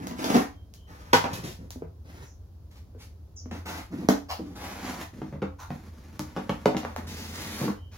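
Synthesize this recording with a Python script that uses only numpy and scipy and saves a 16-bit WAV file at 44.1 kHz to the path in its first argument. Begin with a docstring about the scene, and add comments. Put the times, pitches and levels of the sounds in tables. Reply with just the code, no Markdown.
"""Two hard plastic tool cases knock and scrape on flattened cardboard on a tiled floor.
One is dragged, knocked and laid down, its handle drops, and it creaks as it is pushed aside;
the second, in a card sleeve, is gripped, bumped and slid away. Blows ring the panel modes,
cardboard fibres catch and slip, gripped plastic sticks and jerks.
A low hum and a faint bird lie behind."""
import sys
import numpy as np
from scipy import signal
from scipy.fft import rfft, irfft, next_fast_len
from scipy.io import wavfile
from scipy.ndimage import map_coordinates

SR = 44100
rng = np.random.default_rng(int(sys.argv[2]) if len(sys.argv) > 2 else 0)


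def master_out(mix):
    """Clip the mix to full scale and print it as 16-bit PCM to the path in sys.argv[1]."""
    frames = np.transpose(np.atleast_2d(mix))
    ceiling = np.clip(frames, -1, 1)
    pcm = np.round(ceiling * 32767).astype(np.int16)
    wavfile.write(sys.argv[1], SR, pcm)


N = 351477
TIME = np.arange(N) / SR

# panel modes of the bare case flat, on edge, and the sleeved case: freq_hz, level_db, base_t60_s
FLAT_MODES = [(202, -4, 0.25), (246.8, 4, 0.22), (280, -6.5, 0.38), (312, -4.5, 0.2), (392, -19, 0.24),
              (463.5, -0.5, 0.11), (632, -6.5, 0.17), (740, -7, 0.04), (1030, -18, 0.15),
              (1502, -11, 0.041)]
EDGE_MODES = [(105.1, -10, 0.49), (167.4, -10, 0.3), (259, 2, 0.11), (376.6, 2.5, 0.019),
              (460, -5.5, 0.049), (732, 4.5, 0.016), (934, -3.5, 0.11), (1090, -12.5, 0.05),
              (1549, -4, 0.052), (2950, -25, .06)]
SLEEVED_MODES = [(149.2, -4.5, 0.25), (197.6, 2, 0.18), (240.5, -6.5, 0.31), (291.4, -9.5, 0.42),
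                 (315.6, -10, 0.23), (421.3, -7.5, 0.069), (557.5, -5.5, 0.076), (728, -4, 0.048),
                 (871, -16.5, 0.12), (1065, -13.5, 0.058), (1630, -29, 0.083)]
BODIES = [FLAT_MODES, EDGE_MODES, SLEEVED_MODES]


def from_db(db):
    """Decibels to gain."""
    return 10 ** (np.asarray(db) / 20)


def unit_rms(x):
    """Scale to rms 1."""
    return x / np.sqrt(np.mean(x ** 2) + 1e-20)


def at_hz(points, hz):
    """Interpolate on a log-frequency axis."""
    freq_hz, value = np.transpose(points)
    return np.interp(np.log(np.maximum(hz, 1)), np.log(freq_hz), value)


def butter(x, hz, kind, order=2):
    """Causal Butterworth filter."""
    return signal.sosfilt(signal.butter(order, hz, kind, fs=SR, output="sos"), x + 1e-18)


def coloured(x, spectrum):
    """Shape noise to a spectrum."""
    size = next_fast_len(x.shape[-1])
    gain = from_db(at_hz(spectrum, np.fft.rfftfreq(size, 1 / SR)))
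    return irfft(rfft(x, size) * gain, size)[..., :x.shape[-1]]


def minimum_phase(spectrum, size):
    """Spectrum of the sharpest pulse with this colour."""
    gain = from_db(at_hz(spectrum, np.fft.rfftfreq(size, 1 / SR)))
    cepstrum = irfft(np.log(gain), size)
    cepstrum[1:size // 2] *= 2
    cepstrum[size // 2 + 1:] = 0
    return np.exp(rfft(cepstrum))


def drift(knots_per_s):
    """Random wander between unit-normal knots."""
    knots = rng.standard_normal(4000)
    return np.interp(TIME * knots_per_s, np.arange(len(knots)), knots)


def grains(samples, per_s, spread_db):
    """Tiny contacts of random time, size and sign."""
    sizes = rng.standard_normal(samples) * from_db(spread_db * rng.standard_normal(samples))
    return sizes * (rng.random(samples) < per_s / SR)


def registers(x, thump_top_hz=420, clack_top_hz=2200):
    """Split into hollow thump, mid clack and top crack."""
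    return [butter(butter(x, 99, "high"), thump_top_hz, "low", order=4),
            butter(x, [thump_top_hz, clack_top_hz], "band", order=4),
            butter(x, clack_top_hz, "high", order=3)]


def room_air(level_db):
    """Faint noise floor, wider in the treble."""
    # air spectrum: freq_hz, density_db
    spectrum = [(40, -11.5), (150, 8), (400, -2.5), (1000, -15), (2200, -29.5), (5000, -25.5), (15000, -30)]
    mid, side = coloured(rng.standard_normal((2, N)), spectrum)
    side = 0.086 * side + 0.95 * butter(side, 800, "high", order=1)
    return from_db(level_db) * (mid + side * [[1], [-1]]) / np.std(mid)


def hum(pitch_hz, tone_db, waver_hz, drone_db):
    """Wavering low tone on a dull noise drone, alike in both ears."""
    phase = 2 * np.pi * np.cumsum(pitch_hz + waver_hz * drift(5.5)) / SR
    tone = np.sin(phase) * from_db(tone_db + 6.54 * drift(6))
    noise = rng.standard_normal(N) + .14 * rng.standard_normal((2, N))
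    drone = butter(butter(noise, [56, 104], "band"), 107.5, "low", order=4)
    return tone + from_db(drone_db) * unit_rms(drone)


def bird(trill_hz):
    """Thin gliding whistles, some with a buzzy trill."""
    # whistles: start_s, length_s, start_hz, end_hz, level_db, trill_depth_hz
    whistles = [(.51, .14, 3170, 3180, -71.5, 25), (.75, 0.14, 3140, 3080, -65.5, 100),
                (2.212, 0.12, 6400, 5950, -58, 690), (3.36, 0.045, 6340, 5920, -42.5, 716),
                (7.745, 0.16, 2945, 3002, -61.5, 75)]
    out = np.zeros(N)
    trill = np.sin(2 * np.pi * trill_hz * TIME) + 0.71 * drift(550)
    for start_s, length_s, start_hz, end_hz, level_db, depth_hz in whistles:
        on = (TIME >= start_s) & (TIME < start_s + length_s)
        along = np.clip((TIME[on] - start_s) / length_s, 0, 1)
        pitch_hz = start_hz + (end_hz - start_hz) * along + depth_hz * trill[on]
        envelope = from_db(level_db) * np.sqrt(np.abs(np.sin(np.pi * along)))
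        out[on] += envelope * np.sin(2 * np.pi * np.cumsum(pitch_hz) / SR)
    return out


def in_hand(time_s, edge_s=.8, flat_s=3.3, sleeved_s=5.15):
    """Index of the touched body: 0 flat, 1 on edge, 2 sleeved."""
    return np.where(time_s >= sleeved_s, 2, (time_s >= edge_s) & (time_s < flat_s))


def panel_ring(modes, spot_db, damping, detune=0.025):
    """Modes after one tap: the spot hit sets their strength, the grip detunes them."""
    t = TIME[:SR // 3]
    ring = np.zeros(len(t))
    for freq_hz, level_db, base_t60_s in modes:
        envelope = from_db(level_db + spot_db * rng.normal() - 60 * damping * t / base_t60_s)
        ring += envelope * np.cos(2 * np.pi * freq_hz * (1 + detune * rng.normal()) * t)
    return ring


def push(start_s, length_s, midway_db, swell_db, even_rise_s=0.016, stop_s=0.022):
    """Gain of one push: rises (later if swelling), swells or fades, dies away."""
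    rise = np.clip((TIME - start_s) / (even_rise_s * from_db(swell_db)), 0, 1)
    along = np.clip((TIME - start_s) / length_s, 0, 1)
    stop = np.exp(-np.clip((TIME - start_s - length_s) / stop_s, 0, 20))
    return rise * from_db(midway_db + swell_db * (along - .5)) * stop


def creaks(slips_per_s, uneven, grit):
    """Gripped plastic sticks and slips; the uneven jerks ring short resonances."""
    # creaks: start_s, length_s, midway_db, swell_db, pitch_hz, treble_db
    grips = [(4.284, 0.03, -34, 2.5, 865, -3), (5.582, 0.051, -45.5, 1, 1140, -5.5)]
    # creak resonances: pitch_ratio, level_db, t60_s
    resonances = [(.84, 5, 0.0094), (1.17, -16, 0.035), (2.1, -17, 0.0031), (3.4, 1.5, 0.0022),
                  (5.3, 4.5, 0.0025), (11.5, -38, .001)]
    slip_count = np.floor(np.cumsum(slips_per_s * np.exp(uneven * drift(400))) / SR)
    slips = np.diff(slip_count, prepend=0) + grit * grains(N, per_s=2400, spread_db=-0.5)
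    out = np.zeros(N)
    for start_s, length_s, midway_db, swell_db, pitch_hz, treble_db in grips:
        modes = [(ratio * pitch_hz, level_db, t60_s) for ratio, level_db, t60_s in resonances]
        ring = panel_ring(modes, spot_db=-0.5, damping=1)
        _, squeak, treble = registers(signal.oaconvolve(slips, ring)[:N])
        creak = unit_rms(squeak + from_db(treble_db) * treble)
        out += creak * push(start_s, length_s, midway_db, swell_db)
    return out


def slide_gains():
    """Rumble, rasp and hiss gains over all strokes; weight shakes the shell."""
    # slides and rubs: start_s, length_s, midway_db, swell_db, weight_db, hiss_db
    strokes = [(-0.03, 0.21, -50.5, -13.5, 5.5, -9), (0.154, 0.21, -36.5, 8, -1.5, -5.5),
               (0.338, 0.069, -30.5, -5.5, -1, -9), (0.867, 0.37, -54.5, -2, -1, -8),
               (1.28, .14, -46, -1, 7, -8.5), (1.329, 0.031, -46, -9.5, 6, 8.5),
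               (1.433, 0.068, -48, -6.5, 13, 5), (1.584, 0.072, -61.5, -5, 20.5, -4),
               (2.039, 0.19, -55, 2.5, 6, -4), (2.704, 0.081, -64, -3.5, -7.5, -0.5),
               (2.976, 0.052, -60.5, 4.5, -8, 4), (3.526, 0.062, -45.5, -7, 0.5, -9),
               (3.654, .16, -41, -7.5, -7, -5.5), (3.899, 0.15, -53, 2, 12, -7),
               (4.371, 0.17, -59.5, 1.5, 13, -4.5), (4.548, 0.27, -42, 0, -7.5, -6),
               (4.813, .2, -40, 0, -4.5, -6), (5.126, 0.224, -60.5, -2.5, 9.5, -5.5),
               (5.695, 0.47, -57.5, -3.5, 3, -5.5), (6.225, 0.7, -52, 3.5, -2, -8.5),
               (6.978, 0.079, -48.5, -9, 3.5, -10.5), (7.065, 0.25, -47.5, -6, -0.5, 2),
               (7.323, 0.32, -42, 3, -4.5, 0), (7.617, 0.076, -40, -1, 7.5, -9),
               (7.913, 0.065, -51.5, -4, -9, -3.5)]
    power = np.zeros((3, N))
    for start_s, length_s, midway_db, swell_db, weight_db, hiss_db in strokes:
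        balance = from_db([[weight_db], [0], [hiss_db]])
        power += (balance * push(start_s, length_s, midway_db, swell_db)) ** 2
    return np.sqrt(power)


def sliding(judder_db, ring_share, pressed_db, rumble_db, rasp_db, hiss_db):
    """Cardboard fibres catch and let go; the slips also shake the shell."""
    # fibre friction spectrum: freq_hz, density_db
    friction = [(400, 13), (900, 17), (1600, 13), (3000, 8), (6500, 10), (11000, 3.5), (16000, -3.5)]
    low, middle, top = slide_gains()
    slips = grains(N, per_s=12000, spread_db=-1.5) * from_db(judder_db * drift(70))
    # the cardboard damps the panels
    rings = [panel_ring(modes, spot_db=7.5, damping=3.96) for modes in BODIES]
    shaken = np.choose(in_hand(TIME), [signal.oaconvolve(slips, ring)[:N] for ring in rings])
    rumble, panel_rasp, _ = map(unit_rms, registers(shaken))
    _, fibre_rasp, hiss = map(unit_rms, registers(coloured(slips, friction)))
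    # pressed hard, the panels rasp; lightly, only the fibres
    share = np.clip(ring_share * low / from_db(pressed_db), 0, 1)
    rasp = np.sqrt(1 - share) * fibre_rasp + np.sqrt(share) * panel_rasp
    return (rumble * low * from_db(rumble_db)
            + rasp * middle * from_db(rasp_db)
            + hiss * top * from_db(hiss_db))


def blow(modes, chatter_s, hard_s=0.0011, snap_db=33, crowd_db=5, crowd_s=0.012, glint=5):
    """One contact with dying chatter: a snap, a crowd of short high modes, the panels' ring."""
    # snap spectrum: freq_hz, density_db
    snap_spectrum = [(400, 13.5), (1700, -9), (3000, -2.5), (6500, -2), (11000, -15.5), (16000, -25)]
    t = TIME[:SR // 3]
    hardness = np.exp(-chatter_s / hard_s)
    chatter = grains(len(t), per_s=5000, spread_db=3.5) * np.exp(-t / chatter_s)
    force = 0.27 * (1 - hardness) * chatter
    force[0] += 0.47 + hardness  # first contact
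    crowd = from_db(crowd_db) * rng.standard_normal(len(t)) * np.exp(-t / (chatter_s + crowd_s))
    drive = from_db(snap_db) * force + crowd
    snap = irfft(rfft(drive) * minimum_phase(snap_spectrum, len(t)), len(t))
    ring = signal.fftconvolve(force, panel_ring(modes, spot_db=3.5, damping=1.115))[:len(t)]
    thump, clack, crack = registers(ring + butter(snap, 580, "high"))
    # short, hard contacts are brightest
    return thump, clack, crack + glint * hardness * np.diff(crack, prepend=0)


def add_contact(out, start_s, parts, levels_db):
    """Mix in each register at its rms level over the first 30 ms."""
    at, attack = round(start_s * SR), SR * 3 // 100
    for part, level_db in zip(parts, levels_db):
        out[at:at + len(part)] += part * from_db(level_db) / np.sqrt(np.mean(part[:attack] ** 2))


def ticks():
    """Light, hard plastic contacts: clack and crack, no thump."""
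    # ticks: start_s, level_db, bright_db
    contacts = [(0.071, -44, -1), (0.739, -66.5, 12), (1.706, -55, 8.5), (6.194, -50, 7.5),
                (6.85, -36.5, -20), (6.963, -37.5, -11)]
    out = np.zeros(N + SR)
    for start_s, level_db, bright_db in contacts:
        modes = BODIES[in_hand(start_s)]
        _, clack, crack = blow(modes, chatter_s=0.00018, crowd_db=0.5, crowd_s=0.0055)
        add_contact(out, start_s, [clack, crack], [level_db, level_db + bright_db])
    return out[:N]


def knocks(thump_db, crack_db):
    """Blows ring the body in hand; softer contact, less clack and crack."""
    # blows: start_s, strength_db, soft_loss_db (per register), chatter_s
    blows = [(0.111, -33.5, 11.5, .003), (0.243, -35.5, 1.5, 0.0021), (0.302, -23, 10, 0.0023),
             (0.341, -17.5, 13.5, 0.0076), (0.357, -16, 15, 0.0055), (1.131, -20.5, 3, 0.015),
             (1.241, -29.5, 8.5, 0.0099), (1.759, -36.5, 36, 0.0031), (1.821, -32.5, 28.5, 0.0027),
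             (2.947, -46.5, 28, 0.014), (3.458, -38, 19.5, 0.0015), (3.512, -34.5, 10.5, 0.0089),
             (4.0877, -13, 10, 0.0015), (4.392, -29.5, 35, .006), (5.217, -31, 19.5, 0.0091),
             (5.325, -33, 23, 0.018), (5.419, -24.5, 17.5, 0.014), (5.704, -30.5, 17, 0.01),
             (6.194, -28.5, 20.5, 0.0053), (6.364, -28.5, 13, 0.014), (6.494, -24.5, 12.5, 0.0035),
             (6.657, -16.5, 13, 0.0053), (6.747, -23, 22.5, 0.015), (6.768, -45, -0.5, 0.0026),
             (6.832, -36.5, 12, 0.012), (7.612, -25, 26, 0.023), (7.68, -28.5, 15, .0034)]
    # clack gain per body: flat_db, edge_db, sleeved_db
    clack_db = [-0.5, 7.5, 5]
    out = np.zeros(N + SR)
    for start_s, strength_db, soft_loss_db, chatter_s in blows:
        body = in_hand(start_s)
        levels_db = [strength_db + thump_db,
                     strength_db - soft_loss_db + clack_db[body],
                     strength_db - 2 * soft_loss_db + crack_db]
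        add_contact(out, start_s, blow(BODIES[body], chatter_s), levels_db)
    return out[:N]


def direct_path(x):
    """Straight sound reaches the nearer ear first."""
    # handling position: time_s, left_ear_delay_ms
    position = [(0, 0.37), (1.2, 0.33), (3.2, 0.088), (4.1, 0.19), (5.2, -0.027), (6.5, 0.022),
                (7.2, -0.14), (7.97, -0.048)]
    time_s, delay_ms = np.transpose(position)
    lag = np.interp(TIME, time_s, delay_ms) * SR / 1000
    return np.array([map_coordinates(x, [np.arange(N) - side * lag / 2], order=3) for side in (1, -1)])


def echo_pattern(build_s, samples):
    """Diffuse echoes off tiles and walls, different in each ear; treble dies first."""
    # reverberant level: freq_hz, level_db
    levels = [(100, -17), (250, -19), (500, -3.5), (1000, 2), (3000, 1), (14000, 2.5)]
    # room decay: freq_hz, t60_s
    decays = [(100, 0.31), (1000, 0.28), (5000, 0.27), (14000, 0.25)]
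    t, edges_hz = TIME[:samples], np.geomspace(70, 17000, 13)
    white = rng.standard_normal((2, 2, samples))
    response = np.zeros((2, samples))
    for k, (low_hz, high_hz) in enumerate(zip(edges_hz, edges_hz[1:])):
        centre_hz = np.sqrt(low_hz * high_hz)
        fade = from_db(-60 * t / at_hz(decays, centre_hz)) * (1 - np.exp(-t / build_s))
        band = butter(white[k % 2], [low_hz, high_hz], "band")
        response += band * fade / np.linalg.norm(fade) * from_db(at_hz(levels, centre_hz))
    return response


def room(x, build_s):
    """The echo pattern changes four times a second as the cases move."""
    hop = SR // 4
    patterns = [echo_pattern(build_s, SR // 2) for _ in range(7)]
    window = np.sin(np.pi * np.arange(2 * hop) / (2 * hop))
    padded = np.pad(x, (hop, 2 * hop))
    out = np.zeros((2, N + 2 * SR))
    for k, at in enumerate(range(0, N + hop, hop)):
        frame = padded[at:at + 2 * hop] * window
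        echo = signal.fftconvolve(frame[None], patterns[k % len(patterns)], axes=1)
        out[:, at:at + echo.shape[1]] += echo
    return out[:, hop:hop + N]


def scene():
    """Handling and bird in the room, over air and hum."""
    sound = knocks(thump_db=-4.0, crack_db=1.5) + ticks()
    sound += sliding(judder_db=3.0, ring_share=0.32, pressed_db=-36.0,
                     rumble_db=3.0, rasp_db=-5.0, hiss_db=-0.5)
    sound += creaks(slips_per_s=230, uneven=0.58, grit=0.44)
    sound += bird(trill_hz=119.0)
    stereo = direct_path(sound) + room(sound, build_s=0.00347)
    stereo += room_air(level_db=-59)
    return stereo + hum(pitch_hz=84.5, tone_db=-49.5, waver_hz=3.106, drone_db=-47.5)


def record(dry):
    """Microphone ports swallow a treble band; a steep low-pass cuts the top."""
    notch_hz, width_hz, cutoff_hz = 8440, 3900, 15900
    edges_hz = [notch_hz - width_hz / 2, notch_hz + width_hz / 2]
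    notched = dry - 0.74 * butter(dry, edges_hz, "band", order=1)
    return signal.sosfilt(signal.ellip(12, .1, 90, cutoff_hz, fs=SR, output="sos"), notched)


dry = scene()
out = record(dry)
master_out(out)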